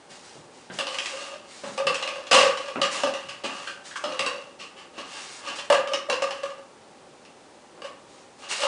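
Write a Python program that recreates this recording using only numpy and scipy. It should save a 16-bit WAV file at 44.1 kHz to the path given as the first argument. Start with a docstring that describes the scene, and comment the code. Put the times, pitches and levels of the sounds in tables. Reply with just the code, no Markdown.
"""Paws scuff and thud on kitchen tile over the faint air noise of a house: a puppy is after a cardboard tube.
A pad squeaks, then the tube is batted about in bursts with quiet gaps, and pinned in one big pounce.
It knocks, rolls, scrapes and slaps flat; its air column hoots while the cardboard wall clacks.
The hard room rings after every contact."""
import sys
import numpy as np
from scipy import signal
from scipy.fft import rfft, irfft, next_fast_len
from scipy.io import wavfile
from scipy.ndimage import uniform_filter1d

SR = 44100
rng = np.random.default_rng(int(sys.argv[2]) if len(sys.argv) > 2 else 0)


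def put_to_file(sound):
    """Save the sound as 16-bit audio at rate SR, in the file named by the first command-line argument."""
    columns = np.atleast_2d(sound).T  # one column per channel
    safe = np.clip(columns, -1, 1)
    whole_steps = np.round(safe * 32767)
    wavfile.write(sys.argv[1], SR, whole_steps.astype(np.int16))


N = 382347
RING = SR * 3 // 5  # samples given to one hit and its tail
TIME = np.arange(N) / SR
AGE = TIME[:RING]


def amp(db):
    """Decibels to gain."""
    return 10 ** (np.asarray(db) / 20)


def unit(x):
    """Scale to rms 1."""
    return x / np.sqrt(np.mean(x ** 2) + 1e-20)


def unit_attack(x, size=2200):
    """Scale a hit so that its first size samples have rms 1."""
    return x / np.sqrt(np.mean(x[:size] ** 2) + 1e-20)


def along(points, hz):
    """Read (Hz, value) points on a log axis."""
    f, v = np.transpose(points)
    return np.interp(np.log(hz + 1), np.log(f + 1), v)


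def add(track, s, sound):
    """Mix a sound into the track at s seconds."""
    start = max(round(s * SR), 0)
    track[start:start + len(sound)] += sound[:N - start]


def eq(x, points):
    """Minimum-phase EQ through (Hz, dB) points: nothing rings ahead of an attack."""
    m = 2 * next_fast_len(len(x) // 2 + 4096)
    gain = amp(along(points, np.fft.rfftfreq(m, 1 / SR)))
    cepstrum = irfft(np.log(gain), m)
    cepstrum[1:m // 2] *= 2
    cepstrum[m // 2 + 1:] = 0
    return irfft(rfft(x, m) * np.exp(rfft(cepstrum)), m)[:len(x)]


def resonate(x, modes, tuning=1):
    """Ring x through (Hz, width, dB) resonances of alternating polarity, all retuned by one ratio."""
    m = next_fast_len(len(x) + 4096)
    f = np.fft.rfftfreq(m, 1 / SR) / tuning
    response = sum((-1) ** k * amp(db) * 1j * f * width / (hz * hz - f * f + 1j * f * width)
                   for k, (hz, width, db) in enumerate(modes))
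    return irfft(rfft(x, m) * response, m)[:len(x)]


def grit(per_second, spread_db):
    """Grain texture: tiny random catches of uneven size."""
    catches = rng.random(N) < per_second / SR
    return catches * rng.choice([-1, 1], N) * amp(spread_db * rng.standard_normal(N))


def stroke(s, length, rise_s, sag_db_per_s, release_db_per_s):
    """Envelope of one sliding move: it builds, sags while it lasts, then dies."""
    age = np.maximum(TIME - s, 0)
    fade_db = -sag_db_per_s * age - release_db_per_s * np.maximum(age - length, 0)
    return np.minimum(age / rise_s, 1) * amp(np.maximum(fade_db, -120))


# Tone of the house air. Each row: frequency in Hz, gain in dB.
ROOM_TONE_EQ = [(15, -62), (25, -30), (190, -10.5), (264, -7), (322, -8.5), (365, -5.5), (404, -8.5),
                (588, -5.5), (684, -14), (775, -5.5), (1020, -13.5), (1130, -12), (1560, -18),
                (7980, -26.5), (10000, -29.5), (13000, -76), (22000, -120)]
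def room_tone(level_db=-51):
    """Steady air noise of the house, a faint bed under everything."""
    return amp(level_db) * unit(eq(rng.standard_normal(N), ROOM_TONE_EQ))


# Reverb of the hard room. Each row: frequency in Hz, seconds to fall 60 dB.
KITCHEN_DECAY = [(150, 0.49), (550, 0.42), (1500, 0.52), (4000, 0.34), (10000, 0.28)]
def kitchen(wet_db, build_s=0.0011):
    """A click from one spot on the floor: direct sound, cabinet echoes and a diffuse tail."""
    hz, t, spectrum = signal.stft(rng.standard_normal(RING), SR, nperseg=256)
    decay = amp(-60 * t / along(KITCHEN_DECAY, hz)[:, None])
    tail = signal.istft(spectrum * decay, SR, nperseg=256)[1][:RING]
    tail *= 1 - np.exp(-AGE / build_s)
    path = amp(wet_db) * tail / np.linalg.norm(tail)
    echoes_s = rng.uniform(.003, 0.026, size=6)
    path[(echoes_s * SR).astype(int)] += 0.25 * rng.standard_normal(size=6)
    path[0] += 1
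    return path


def heard(x, path):
    """A sound after its way through the room."""
    return signal.fftconvolve(x, path)[:len(x)]


# Bright, brushy tone of a scuff. Each row: frequency in Hz, gain in dB.
SCUFF_EQ = [(150, -27.5), (400, -1), (1200, 4), (2000, 4), (4000, 6), (7000, 3.5), (10000, -4)]
# Paws scuff the floor. Each row: start in seconds, length in seconds, relative level in dB.
SCUFF_CUES = [(0.086, 0.078, -48), (0.213, 0.16, -51), (0.504, 0.15, -56), (0.713, .09, -44.5),
              (0.873, 0.16, -43), (1.016, 0.26, -42), (1.458, 0.17, -46.5), (1.638, 0.11, -46.5),
              (2.32, 0.058, -25), (2.743, 0.021, -55), (2.898, 0.094, -34.5), (3.486, 0.23, -46.5),
              (3.837, .07, -44.5), (3.954, 0.023, -45.5), (5.046, 0.35, -40.5), (5.553, 0.018, -40.5),
              (8.05, 0.18, -56.5), (8.377, 0.066, -51.5), (8.484, 0.052, -32.5), (8.557, 0.14, -37.5)]
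def scuffs():
    """Pads and claws brush the tile in fine grains: they press, ease and lift off."""
    brush = heard(grit(per_second=2600, spread_db=5.0), kitchen(wet_db=1.5))
    pressure = sum(amp(db) * stroke(s, length, rise_s=0.36 * length, sag_db_per_s=15, release_db_per_s=124)
                   for s, length, db in SCUFF_CUES)
    return amp(2.0) * pressure * unit(eq(brush, SCUFF_EQ))


# Body of a thud. Each row: multiple of its pitch, gain in dB.
THUD_EQ = [(.15, -33), (.35, -19.5), (.6, -9), (1, 5.5), (1.5, -3.5), (2.3, -1), (4.5, -5.5), (15, -24),
           (50, -62)]
# Paws land. Each row: start in seconds, relative level in dB, pitch in Hz.
PAW_CUES = [(0.113, -45, 160), (0.356, -37, 145), (0.701, -30, 173), (0.745, -48, 165), (0.81, -51, 247),
            (1.637, -31, 218), (1.675, -29.5, 233), (1.856, -31, 165), (2.325, -25, 258), (2.404, -30, 168),
            (2.759, -20.5, 254), (2.785, -25.5, 205), (3.036, -22.5, 264), (3.246, -41, 126),
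            (3.444, -25.5, 260), (4.061, -27, 280), (4.197, -31, 198), (4.98, -31, 273), (5.49, -35, 275),
            (6.105, -47, 239), (7.778, -39, 292)]
def paws():
    """Soft pads land with a dull thud."""
    out = np.zeros(N)
    for s, db, hz in PAW_CUES:
        thud = eq(kitchen(wet_db=4.5, build_s=0.0044), np.multiply(THUD_EQ, [hz, 1]))
        add(out, s, amp(db - 13.5) * unit_attack(thud, size=3500))
    return out


# A pad skids on the glaze. Each row: start in seconds, level in dB, pitch in Hz.
SQUEAK_CUES = [(0.699, -45, 1630), (2.756, -36.5, 1395), (3.673, -37, 1470), (3.91, -44.5, 1590),
               (3.957, -34.5, 1430)]
def squeaks(attack_s=0.00082, decay_s=0.011, roughness=0.13):
    """A skidding pad sticks and slips at an unsteady rate for an instant."""
    out = np.zeros(N)
    for s, db, hz in SQUEAK_CUES:
        waver = unit(uniform_filter1d(rng.standard_normal(RING), size=60))
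        phase = 2 * np.pi * np.cumsum(hz * (1 + roughness * waver)) / SR
        envelope = (1 - np.exp(-AGE / attack_s)) * np.exp(-AGE / decay_s)
        chirp = (np.sin(phase) + 0.45 * np.sin(2 * phase)) * envelope
        add(out, s, amp(db) * unit_attack(heard(chirp, kitchen(wet_db=-1.0))))
    return out


# Lowest note of the tube's air column. One row: pitch in Hz, width in Hz, gain in dB.
HOOT_MODE = [(556, 50.8, 0)]
def hoot(force, tuning=1):
    """The air column swells over a few cycles, then dies: two passes through its resonance."""
    return resonate(resonate(force, HOOT_MODE, tuning), HOOT_MODE, tuning)


def contact(contact_s):
    """Force of a touch: tiny catches that build up for contact_s, then let go."""
    progress = AGE / max(contact_s, 1 / SR)
    return rng.standard_normal(RING) * progress * np.exp(-progress)


# Hollow overtones of the air column. Each row: pitch in Hz, width in Hz, gain in dB.
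AIR_MODES = [(845, 316, -2.5), (1043, 57, 2), (1136.5, 62, 7.5), (1243, 81, 5.5), (1633, 280, -8)]
# Clack of the cardboard wall. Each row: pitch in Hz, width in Hz, gain in dB.
WALL_MODES = [(1630, 110, -18), (2475, 80, -1.5), (2742, 206, 4), (2982, 267, 3), (3300, 370, -5)]
# Crack of the contact itself. Each row: frequency in Hz, gain in dB.
CRACK_EQ = [(100, -26), (280, -3), (800, -8.5), (2000, 2.5), (3500, -1.5), (4400, 3), (6000, -3),
            (8000, -8), (10000, -15)]
def tube(touches):
    """Each touch rings air and wall: hard ones give more clack and crack, soft ones more hoot."""
    out = np.zeros(N)
    for s, db, hard_db, hz, contact_s in touches:
        tuning = hz / HOOT_MODE[0][0]  # floor and muzzle shade the open ends and bend the note
        push = kitchen(wet_db=-1.5, build_s=0.0043)  # one clean push on the enclosed air
        rattle = heard(contact(contact_s), kitchen(wet_db=0.5, build_s=0.0035))
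        scratch = heard(contact(1.01 * contact_s), kitchen(wet_db=5, build_s=0.00079))
        overtones = resonate(rattle, AIR_MODES, tuning ** 0.76)  # higher modes follow the bend part way
        clack = resonate(rattle, WALL_MODES, tuning ** 0.45)
        add(out, s, amp(db - hard_db) * unit_attack(hoot(push, tuning)))
        add(out, s, amp(db) * unit_attack(overtones))
        add(out, s, amp(db + hard_db - 1.5) * unit_attack(clack))
        add(out, s, amp(db + 1.05 * hard_db - 2.5) * unit_attack(eq(scratch, CRACK_EQ)))
    return out


# Knocks on the tube. Each row: start in seconds, strength in dB, hardness in dB, hoot pitch in Hz.
KNOCK_CUES = [(0.787, -38, 7, 595), (0.798, -38.5, -2, 540), (0.868, -39.5, 3.5, 537),
              (0.943, -41, 2.5, 550), (0.985, -44.5, 13, 538), (1.058, -45.5, 10, 540),
              (1.134, -45.5, -8, 536), (1.777, -34, -2.5, 538), (1.798, -39, -12, 543),
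              (1.868, -27, 0.5, 537), (1.895, -38, -6, 506), (1.944, -47.5, 15, 514),
              (2.025, -38, 4.5, 527), (2.075, -36.5, 2, 535), (2.157, -45, -2.5, 534),
              (2.268, -49, 4.5, 562), (2.572, -39.5, 2, 548), (2.682, -41, -2, 533),
              (2.815, -26.5, 0.5, 556), (2.849, -32, -1.5, 550), (3.034, -29, -4, 560),
              (3.070, -35.5, -6, 554), (3.137, -41.5, 4, 550), (4.039, -34, -2.5, 596),
              (4.121, -40, -2.5, 524), (4.192, -31.5, 2.5, 527), (4.262, -33.5, 2.5, 507),
              (5.700, -24, -7, 567), (5.724, -25.5, -2.5, 543), (5.745, -36, -2.5, 560),
              (5.873, -39, -0.5, 583), (5.916, -40, -9.5, 551), (5.934, -34, 4.5, 552),
              (6.087, -41, -11.5, 568), (6.098, -31, 1, 523), (6.127, -35, -1, 499),
              (6.220, -29.5, -4, 542), (6.307, -38, -1, 550), (6.432, -36.5, -6, 545),
              (6.502, -50, -2, 543), (6.579, -51.5, -7, 551), (7.250, -62, 6, 548), (7.818, -46, -1.5, 524),
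              (8.633, -30.5, -2.5, 575)]
def knocks(middling_contact_s=0.0016, shortening=0.42):
    """The tube strikes the tile or is hit by a claw: the harder the contact, the briefer."""
    return tube([(s, db, hard_db, hz, middling_contact_s * amp(-shortening * hard_db))
                 for s, db, hard_db, hz in KNOCK_CUES])


# The pushed tube travels. Each row: start in seconds, length in seconds, strength in dB, hardness in dB.
SLIDE_CUES = [(0.83, .3, -43.5, 3.5), (1.148, .2, -42, 1), (1.95, 0.26, -39, 0), (2.534, 0.14, -40.5, 2.5),
              (2.914, 0.079, -36, 6), (3.125, 0.23, -49.5, 5), (3.452, 0.17, -43, 6), (4.04, 0.34, -40, 1),
              (4.926, 0.18, -51.5, 9.5), (5.123, 0.064, -48, 7), (5.403, 0.12, -42.5, 7.5),
              (6.113, 0.3, -48.5, 5.5), (8.4, 0.29, -48, 7.5), (8.583, .1, -33, -0.5)]
def slides():
    """Grit and tile texture tick against the moving tube and ring it: sliding scrapes, rolling hums."""
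    ticks = heard(grit(per_second=800, spread_db=4.5), kitchen(wet_db=0.0))
    scrape = (amp(-5.5) * unit(resonate(ticks, AIR_MODES))
              + amp(-6) * unit(resonate(ticks, WALL_MODES))
              + amp(-10) * unit(eq(ticks, CRACK_EQ)))
    fine_texture = heard(grit(per_second=1900, spread_db=2.0), kitchen(wet_db=-2.5))
    hum = unit(hoot(fine_texture))
    out = np.zeros(N)
    for s, length, db, hard_db in SLIDE_CUES:
        motion = stroke(s, length, rise_s=0.055, sag_db_per_s=6, release_db_per_s=101.5)
        out += motion * (amp(db + hard_db) * scrape + amp(db - hard_db) * hum)
    return out


# Rubs on the tube. Each row: start in seconds, strength in dB, hardness in dB, contact time in seconds.
RUB_CUES = [(1.635, -43, -4, .006), (3.285, -45.5, 5.5, 0.0065), (3.435, -37, 2.5, 0.0097),
            (3.668, -45.5, 5, .006), (4.588, -48.5, 6, 0.018), (4.758, -52, 3, 0.023),
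            (4.975, -45, 3, 0.0072), (5.468, -41, 4, .009), (5.584, -42.5, 4, 0.004),
            (7.842, -43.5, -3, 0.0063), (8.497, -45, 9, 0.017), (8.615, -37, 3.5, 0.0061)]
def rubs(hoot_hz=556):
    """Muzzle or paw drags briefly over the cardboard, with a slower attack than a knock."""
    return tube([(s, db, hard_db, hoot_hz, contact_s) for s, db, hard_db, contact_s in RUB_CUES])


def pounce(start_s=2.311, count=10, gap_s=0.017, crest_s=0.026, crest_db=-20.5, hoot_hz=528):
    """Under both forepaws the tube chatters on the tile: a quick swell, then ever weaker contacts."""
    timing, bend = rng.standard_normal((count, 2)).T
    gaps = gap_s * np.exp(0.15 * timing)
    ages = np.cumsum(gaps) - gaps[0]
    past_crest = ages - crest_s
    strength_db = crest_db + np.minimum(106 * past_crest, -102 * past_crest)  # rise, fall in dB a second
    hard_db = 2.5 - 40 * ages  # the contacts soften as the paws smother the tube
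    pitch_hz = hoot_hz * (1 + 0.064 * bend)
    contact_s = np.full(count, 0.0033)
    return tube(zip(start_s + ages, strength_db, hard_db, pitch_hz, contact_s))


# Boxy tone of the tube's side. Each row: frequency in Hz, gain in dB.
SLAP_EQ = [(30, -41), (100, -26.5), (220, -16), (450, -7.5), (640, -0.5), (850, -2.5), (1050, -11),
           (1400, -27), (3000, -18), (10000, -50)]
# The tube lands flat. Each row: start in seconds, relative level in dB.
SLAP_CUES = [(2.335, -24.5), (2.375, -22), (3.035, -50), (4.039, -40.5), (5.701, -20), (6.1, -39),
             (6.221, -38.5)]
def slaps():
    """Landing flat, the cardboard flexes once with a dull smack."""
    out = np.zeros(N)
    for s, db in SLAP_CUES:
        smack = eq(kitchen(wet_db=0.0), SLAP_EQ)
        add(out, s, amp(db - 4.0) * unit_attack(smack))
    return out


def scene():
    """Tube, puppy and room tone in one mono mix."""
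    cardboard = knocks() + rubs() + pounce() + slaps() + slides()
    puppy = paws() + squeaks() + scuffs()
    return (cardboard + puppy + room_tone())[None]


def record(dry, ceiling_db=-12, top_hz=10150):
    """Automatic gain control holds down the loudest clatter; a brick-wall low-pass cuts the top."""
    loudness = np.sqrt(np.abs(uniform_filter1d(dry ** 2, size=900)))
    held = dry / (1 + (loudness / amp(ceiling_db)) ** 4) ** (1 / 4)
    m = next_fast_len(N + SR // 2)
    passband = np.fft.rfftfreq(m, 1 / SR) < top_hz
    return irfft(rfft(held, m) * passband, m)[:, :N]


dry = scene()
out = record(dry)
put_to_file(out)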